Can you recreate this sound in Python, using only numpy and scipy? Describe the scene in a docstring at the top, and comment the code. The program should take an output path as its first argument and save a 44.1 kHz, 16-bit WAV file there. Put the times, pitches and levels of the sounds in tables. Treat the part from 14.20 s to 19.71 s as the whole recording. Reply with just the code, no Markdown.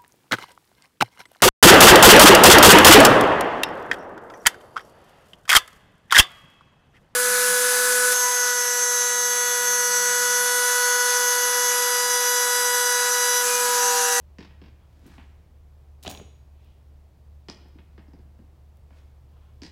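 """A distant engine hums throughout while a player handles a puck on a board at the far end of a fenced backyard.
The player sweeps the puck along and shoots: filtered noise scrapes, and bounces excite board and blade resonances.
In the goal close by, netting whips, the target thuds and rattles (resonances), and the steel frame rings (sines).
The player then pulls up the next puck and handles it; a last hard landing comes near the end.
Echoes and a scattered tail follow the sounds of player and goal, and faint ticks come now and then."""
import sys
import numpy as np
from scipy import signal
from scipy.fft import rfft, irfft, next_fast_len
from scipy.io import wavfile
from scipy.ndimage import map_coordinates

SR = 44100
rng = np.random.default_rng(int(sys.argv[2]) if len(sys.argv) > 2 else 0)


def pcm_store(signal):
    """Save signal as 16-bit PCM."""
    levels = np.round(np.clip(np.atleast_2d(signal), -1, 1) * 32767)
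    wavfile.write(sys.argv[1], SR, levels.astype(np.int16).T)


N = 242991
TIME = np.arange(N) / SR  # s
BLOW_SIZE = 8192  # samples in one short blow


def from_db(db):
    """Turn decibels into a gain."""
    return 10 ** (np.asarray(db) / 20)


def rms_one(x):
    """Scale a sound to rms 1."""
    return x / np.sqrt(np.mean(x ** 2) + 1e-30)


def at_hz(points, hz):
    """Read a table between its points, on a log-frequency axis."""
    points = np.array(points)
    return np.interp(np.log(np.maximum(hz, 1)), np.log(points[:, 0]), points[:, 1])


def cut(x, hz, kind, order=2):
    """Keep only part of the spectrum, with a Butterworth filter."""
    edge = np.minimum(hz, SR / 2 - 100)
    return signal.sosfilt(signal.butter(order, edge, kind, fs=SR, output="sos"), x)


def coloured(x, spectrum):
    """Weight each frequency of x by a smooth curve."""
    gain = from_db(at_hz(spectrum, np.fft.rfftfreq(len(x), 1 / SR)))
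    return irfft(rfft(x) * gain, len(x))


def noise(spectrum):
    """Make steady noise of one colour, with rms 1."""
    white = rng.standard_normal(next_fast_len(N))
    return rms_one(coloured(white, spectrum)[:N])


def drift(rate):
    """Wander smoothly by about 1 either way, through rate random points a second."""
    knots = rng.standard_normal(1024)
    return map_coordinates(knots, [TIME * rate], mode="mirror")


def resonate(x, modes):
    """Let x drive side-by-side resonances, added with alternating signs."""
    out = 0
    for k, (hz, width, db) in enumerate(modes):
        r = np.exp(-np.pi * width / SR)  # a wider resonance dies faster
        poles = [1, -2 * r * np.cos(2 * np.pi * hz / SR), r * r]
        gain = (-1) ** k * from_db(db) * (1 - r * r) / 2
        out = out + gain * signal.lfilter([1, 0, -1], poles, x + 1e-18)
    return out


def add(track, s, sound, db):
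    """Lay a short sound into the track, with the energy that db rms has in 10 ms."""
    start = int(s * SR)
    energy = np.sum(sound ** 2) / (SR / 100)
    track[start:start + len(sound)] += (from_db(db) * sound / np.sqrt(energy))[:N - start]


def clatter(decay, first_share, grain_db):
    """Force of one contact: a first sharp touch, then uneven micro-slaps that die away."""
    slaps = rng.standard_normal(BLOW_SIZE) * from_db(grain_db * rng.standard_normal(BLOW_SIZE))
    force = slaps * np.exp(-np.minimum(TIME[:BLOW_SIZE] / decay, 20))
    force[0] = first_share * np.sqrt(np.sum(force ** 2))
    return force


# sine tones of the engine: (multiple of the firing rate, peak level before wavering [dB])
ENGINE_TONES = [(1, -63.5), (2, -48.5)]
# colour of the low rumble: (frequency [Hz], relative level [dB])
RUMBLE_COLOUR = [(20, -35), (31, -5.5), (52, -3), (63, 1), (73, -0.5), (84, -6.5), (100, -11.5), (130, -24),
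                 (200, -48.5)]
# colour of the still outdoor air: (frequency [Hz], relative level [dB])
AIR_COLOUR = [(60, -19), (95, -10), (125, -8.5), (200, -22.5), (300, -25), (650, -27.5), (1000, -32.5),
              (1500, -39.5), (2500, -42.5), (5000, -47.5), (10000, -57), (15800, -54.5)]


def background(waver_db, rumble_db, air_db):
    """An engine idles far off, its pitch and level wavering, over low rumble and still outdoor air."""
    firing_hz = 36.24 * (1 + 0.0037 * drift(3.23))
    turns = np.cumsum(firing_hz) / SR
    hum = sum(from_db(db) * np.sin(2 * np.pi * multiple * turns) for multiple, db in ENGINE_TONES)
    engine = hum * from_db(waver_db * drift(12))
    rumble = from_db(rumble_db) * noise(RUMBLE_COLOUR)
    air = from_db(air_db) * noise(AIR_COLOUR)
    return engine + rumble + air


# echoes from house and fence: (delay [s], level before the shift walls_db [dB])
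WALL_ECHOES = [(0.025, -15.5), (0.048, -15), (.073, -20.5), (0.12, -24.5)]
# colour of the scattered tail: (frequency [Hz], level before the shift tail_db [dB])
TAIL_COLOUR = [(100, 2.5), (280, -11.5), (700, -4.5), (2500, -1.5), (5000, -10.5), (8000, -5), (15000, 0)]
# tail of the far player: (frequency [Hz], time to fall by 60 dB [s])
FAR_TAIL = [(100, 0.97), (280, 0.78), (700, 0.97), (2500, 0.98), (5000, 0.74), (8000, 0.38), (15000, 0.22)]
# tail of the near goal: (frequency [Hz], time to fall by 60 dB [s])
NEAR_TAIL = [(100, 0.4), (280, 0.48), (700, 0.52), (2500, 0.69), (5000, 0.62), (8000, 0.61), (15000, 0.13)]


def yard(x, t60s, tail_db, walls_db, build_s):
    """House and fence give a few dull echoes, then scatter builds up and dies band by band."""
    t, scatter = TIME[:SR], np.zeros(SR)
    edges = np.geomspace(70, 17000, 13)  # Hz
    for low, high in zip(edges, edges[1:]):
        hz = np.sqrt(low * high)
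        build_up = 1 - np.exp(-t / build_s)
        fade = np.exp(-np.log(1000) * t / at_hz(t60s, hz)) * build_up
        band = cut(rng.standard_normal(SR), [low, high], "band")
        level = from_db(tail_db + at_hz(TAIL_COLOUR, hz))
        scatter += level * band * fade / np.sqrt(np.sum(fade ** 2))
    echoes = np.zeros(SR)
    for delay, db in WALL_ECHOES:
        echoes[int(delay * SR)] = from_db(db + walls_db)
    return signal.fftconvolve(x, scatter + cut(echoes, 5000, "low"))[:N]


def deck(x, scatter_db, decay_s):
    """Steps and railings just behind the player throw back a quick spray of reflections."""
    t = TIME[:BLOW_SIZE]
    hits = rng.random(BLOW_SIZE) < .05  # one sample in twenty carries a reflection
    spray = rng.standard_normal(BLOW_SIZE) * hits * t * np.exp(-t / decay_s)
    spray = cut(spray / np.sqrt(np.sum(spray ** 2)), 530, "high")
    return from_db(scatter_db) * signal.fftconvolve(x, spray)[:N]


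def ticks():
    """Faint ticks come at uneven moments: rows of (time [s], level [dB], decay [s])."""
    rate, middle_db, spread_db, decay_s = 0.88, -73.5, 2.0, .001  # rate in ticks per second
    chance = rng.random((32, 2))
    times = np.cumsum(.5 + chance[:, 0]) / rate
    levels = middle_db + spread_db * (2 * chance[:, 1] - 1)
    return [(s, db, decay_s) for s, db in zip(times, levels) if s < TIME[-1]]


def grainy_bursts(events, spectrum, first_share):
    """Each burst is a run of fine, uneven grains that dies away, given one colour."""
    out = np.zeros(N)
    for s, db, decay in events:
        # a tiny delay leaves room for the colouring to spread ahead of the first grain
        grains = np.roll(clatter(decay, first_share, grain_db=10.0), 20)
        add(out, s, coloured(grains, spectrum), db)
    return out


# bright rustles close by: (time [s], level [dB], decay [s])
RUSTLE_BURSTS = [(.8635, -59, 0.012), (.885, -68, .04)]
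# colour of rustles and ticks: (frequency [Hz], relative level [dB])
TICK_COLOUR = [(1000, -8), (4000, -2), (8000, -2), (15700, -3)]


def rustles_and_ticks():
    """Bright rustles close by and faint ticks, both made of fine grains."""
    return grainy_bursts(RUSTLE_BURSTS + ticks(), TICK_COLOUR, first_share=0.21)


# light skids: (time of the peak [s], half length [s], hiss level [dB], squeal level [dB])
SKID_SWELLS = [(0.623, 0.025, -83, -71), (2.458, 0.1, -73.5, -88), (5.237, .1, -79, -71)]
# hiss resonances: (frequency [Hz], width [Hz], relative level [dB])
HISS_MODES = [(2500, 1100, 3), (3460, 2100, 0)]
# squeal resonances: (frequency [Hz], width [Hz], relative level [dB])
SQUEAL_MODES = [(1030, 83, 2), (1380, 79, -1.5), (1585, 53, -4), (2870, 170, -10.5), (3320, 140, -9)]


def skids(waver_db):
    """Under little weight the blade hisses or faintly squeals, in smooth swells."""
    hiss = rms_one(resonate(rng.standard_normal(N), HISS_MODES))
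    squeal = resonate(rng.standard_normal(N), SQUEAL_MODES)
    squeal = rms_one(squeal * from_db(waver_db * drift(40)))
    out = np.zeros(N)
    for s, half, hiss_db, squeal_db in SKID_SWELLS:
        swell = from_db(-8 * ((TIME - s) / half) ** 2)  # 8 dB down half a length from the peak
        out += swell * (hiss * from_db(hiss_db) + squeal * from_db(squeal_db))
    return out


# drags of the puck: (time of the peak [s], peak level [dB], rise [dB/s], fall [dB/s])
DRAG_STROKES = [(.93, -58.5, 71, 84), (4.775, -63.5, 190, 134)]
# colour of the scrape: (frequency [Hz], relative level [dB])
SCRAPE_COLOUR = [(120, -10), (280, 16), (500, 1.5), (1100, 2), (1550, 3.5), (2100, -1), (3200, -2),
                 (5000, -5), (8000, -11.5), (15000, -24)]


def scrapes(rough_db):
    """The blade drags the puck over the gritty board: rough noise that swells and fades."""
    level = np.zeros(N)
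    for s, db, rise, fall in DRAG_STROKES:
        drop_db = np.maximum(rise * (s - TIME), fall * (TIME - s))
        level += from_db(db - drop_db)
    grit = rms_one(noise(SCRAPE_COLOUR) * from_db(rough_db * drift(170)))
    return level * grit


# netting jerked taut: (time [s], level [dB], decay [s])
NET_JERKS = [(1.8275, -53, 0.0013), (1.8295, -45.5, 0.026), (1.8965, -38, 0.015), (1.96, -59, .035)]
# colour of the netting: (frequency [Hz], relative level [dB])
NET_COLOUR = [(500, 1), (1500, -8), (3800, 3.5), (5200, 1.5), (7000, 0.5), (10500, -1.5), (13000, -4.5),
              (15700, -0.5)]


def net_whips():
    """Netting jerked taut whips in short bursts of fine grains."""
    return grainy_bursts(NET_JERKS, NET_COLOUR, first_share=0.11)


# blows that reach the steel frame: (time [s], level [dB])
STEEL_BLOWS = [(1.826, -69), (1.8772, -62), (1.897, -51)]
# ringing tones of the steel: (frequency [Hz], relative level [dB], time to fall by 60 dB [s])
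STEEL_MODES = [(281.5, 3.5, 0.43), (498, -3, 0.42), (584, -0.5, .45), (657, -11, 0.19), (692, 0, 0.16),
               (850, -10, 0.18), (2350, -5.5, 0.42), (2510, -9, 0.42), (2750, -2, 0.18), (3350, -9, .2),
               (3946, 0, 0.17), (5810, -7.5, 0.55), (6481, -10, 0.5), (6610, -3, 0.59), (6630, -7, 0.48),
               (6780, -4, 0.54), (7887, -9, .12), (8800, -4, .12), (9300, -8, .24), (10600, -5, 0.1)]


def frame(buzz_db):
    """The steel tubes ring on, buzzing against the net; each blow excites the modes a little differently."""
    out, t = np.zeros(N), TIME[:SR]
    for hz, db, t60 in STEEL_MODES:
        ringing = np.zeros(N)
        for s, blow_db in STEEL_BLOWS:
            start = int(s * SR)
            strength_db = blow_db + db + rng.normal(0, 1.0)
            ringing[start:start + SR] += from_db(strength_db - 60 * t / t60) * np.sin(2 * np.pi * hz * t)
        out += ringing * from_db(buzz_db * drift(120))
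    return out


# thump of the board: (frequency [Hz], width [Hz], relative level [dB])
THUMP_MODES = [(165.3, 35.5, -3.5), (209, 46, 0), (296.6, 63, -1.5), (439, 187, -14.5)]
# clack of the blade: (frequency [Hz], width [Hz], relative level before pitch focus [dB])
CLACK_MODES = [(653, 167, 6.5), (927, 237, 2.5), (1614, 500, -3), (2694, 1190, 0), (3390, 1460, -2)]
# crack at the blade's edge: (frequency [Hz], width [Hz], relative level [dB])
EDGE_MODES = [(3800, 2100, -2.5), (5040, 800, 9.5), (9600, 1400, -31)]


def tap(force, thump_db, clack_db, crack_db, centre_hz, focus_db):
    """A contact thumps the board, clacks the blade and cracks its edge, the top dulled: (sound, dB) pairs."""
    # the spot of contact favours the blade resonances near one pitch
    blade = [(hz, width, db - focus_db * np.log2(hz / centre_hz) ** 2) for hz, width, db in CLACK_MODES]
    thump = cut(resonate(force, THUMP_MODES), 770, "low")
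    clack = cut(resonate(force, blade), 4100, "low")
    crack = cut(resonate(force, EDGE_MODES), 9600, "low")
    return [(thump, thump_db), (clack, clack_db), (crack, crack_db)]


# blade landings, levels of the first contact: (time [s], thump level [dB], clack level [dB],
# crack level [dB], clack centre [Hz], bounce gap [s], loss per bounce [dB])
LANDINGS = [(0.185, -38.5, -49, -56.5, 1770, .021, 1.55), (0.307, -65, -59.5, -79, 1808, .01, 9),
            (0.416, -45, -57, -67, 1740, .022, 1.5), (0.826, -54.5, -74, -84, 1260, .014, 8),
            (0.857, -47, -62, -76, 1400, .021, .5), (0.9809, -47.5, -50.5, -78, 1640, .016, 5),
            (3.2853, -38.5, -45, -48, 1700, .0125, 7), (3.455, -54, -63, -86, 1340, .014, 21),
            (3.555, -48.5, -70.5, -92, 1200, .016, 6), (3.5866, -52, -57, -88, 2130, .016, 16),
            (3.779, -47, -54.5, -71.5, 1317, .014, 6), (3.881, -50.5, -67, -76, 930, .013, 16),
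            (3.9341, -46, -60, -70, 930, .016, 9), (3.989, -53, -67.5, -75, 940, .024, 12),
            (4.19, -47, -67, -83, 1060, .026, 6), (4.706, -56, -61, -83, 1240, .022, 4.5),
            (5.419, -41.5, -52.5, -50, 1800, .015, 0.5)]
# the toe of the blade slaps down flat after a hard landing: (time [s], crack level [dB])
TOE_LANDINGS = [(3.2986, -42), (5.4335, -50.5)]


def stick(focus_db):
    """Each landing is a short run of ever weaker, evenly spaced bounces; some hard ones add a toe slap."""
    out = np.zeros(N)
    for s, thump_db, clack_db, crack_db, centre_hz, gap, loss_db in LANDINGS:
        for k in range(4):
            force = clatter(0.52 * gap, first_share=0.6, grain_db=4.5)
            bounce_thump_db = thump_db - k * 3.0  # the thump dies faster than the clack
            for sound, db in tap(force, bounce_thump_db, clack_db, crack_db, centre_hz, focus_db):
                add(out, s + k * gap, sound, db - k * loss_db)
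    for s, crack_db in TOE_LANDINGS:
        force = clatter(0.0011, first_share=0.3, grain_db=1.0)
        for sound, db in tap(force, crack_db - 6, crack_db - 5, crack_db, 1050, focus_db):
            add(out, s, sound, db)
    return out


# thud of the target: (frequency [Hz], width [Hz], relative level [dB])
THUD_MODES = [(86.5, 30, 5.5), (208, 43, 2), (272, 53, -3), (418, 110, -4)]
# knock of the target: (frequency [Hz], width [Hz], relative level [dB])
KNOCK_MODES = [(642, 115, 2.5), (837, 80, 3.5), (1020, 113, 1), (1560, 1300, -16.5)]
# crack of the target: (frequency [Hz], width [Hz], relative level [dB])
CRACK_MODES = [(2760, 580, 0), (3400, 280, 4), (3840, 770, -1), (5950, 610, -4.5), (6800, 1000, -6)]


def target(force, thud_db, knock_db, crack_db, top_hz):
    """A blow thuds, knocks and cracks, the brighter the harder the contact: (sound, dB) pairs."""
    thud = cut(resonate(force, THUD_MODES), 640, "low")
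    knock = cut(cut(resonate(force, KNOCK_MODES), 2700, "low"), 410, "high")
    crack = cut(cut(resonate(force, CRACK_MODES), 1700, "high"), top_hz, "low")
    return [(thud, thud_db), (knock, knock_db), (crack, crack_db)]


# puck in the goal: (time [s], thud level [dB], knock level [dB], crack level [dB],
# clatter decay [s], top of the crack, higher for a harder contact [Hz])
PUCK_HITS = [(1.849, -48.5, -43.5, -49, 0.012, 4500), (1.861, -50.5, -45.5, -45, 0.004, 4200),
             (1.8666, -37.5, -45.5, -38.5, 0.005, 3900), (1.877, -36.5, -36.5, -37, 0.0019, 11000),
             (1.89, -51, -52, -47, 0.0036, 11000), (1.949, -51, -54, -48.5, 0.0012, 4000),
             (1.9744, -50.5, -64, -49.8, 0.0016, 5500), (1.9987, -43, -51, -62, 0.00094, 3000),
             (2.012, -42.5, -76, -61, 0.008, 4000)]


def goal():
    """The puck drives into the target, which slaps and rattles, then drops to the ground."""
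    out = np.zeros(N)
    for s, thud_db, knock_db, crack_db, decay, top_hz in PUCK_HITS:
        force = clatter(decay, first_share=0.72, grain_db=6.0)
        for sound, db in target(force, thud_db, knock_db, crack_db, top_hz):
            add(out, s, sound, db)
    # the rattle is a thin scatter of touches, about 800 a second
    touches = rng.random(BLOW_SIZE) < 800 / SR
    rattle = clatter(0.045, first_share=0, grain_db=2.5) * touches
    for sound, db in target(rattle, thud_db=-44, knock_db=-44, crack_db=-45.5, top_hz=9000):
        add(out, 1.897, sound, db)
    return out


def scene():
    """The far player is heard with much of the yard, the near goal with little."""
    far = stick(focus_db=4.5) + scrapes(rough_db=2.0) + skids(waver_db=4.0)
    near = goal() + frame(buzz_db=3.5) + net_whips() + rustles_and_ticks()
    far_deck = deck(far, scatter_db=-7.0, decay_s=0.011)
    far_yard = yard(far, FAR_TAIL, tail_db=-4.0, walls_db=-0.5, build_s=0.019)
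    near_yard = yard(near, NEAR_TAIL, tail_db=-6.5, walls_db=-1.5, build_s=0.011)
    behind = background(waver_db=1.07, rumble_db=-58.5, air_db=-58.5)
    return (far + far_deck + far_yard + near + near_yard + behind)[None]


def record(dry):
    """Cut the top steeply above 15.9 kHz."""
    return signal.sosfilt(signal.ellip(12, .1, 70, 15900, fs=SR, output="sos"), dry)


dry = scene()
out = record(dry)
pcm_store(out)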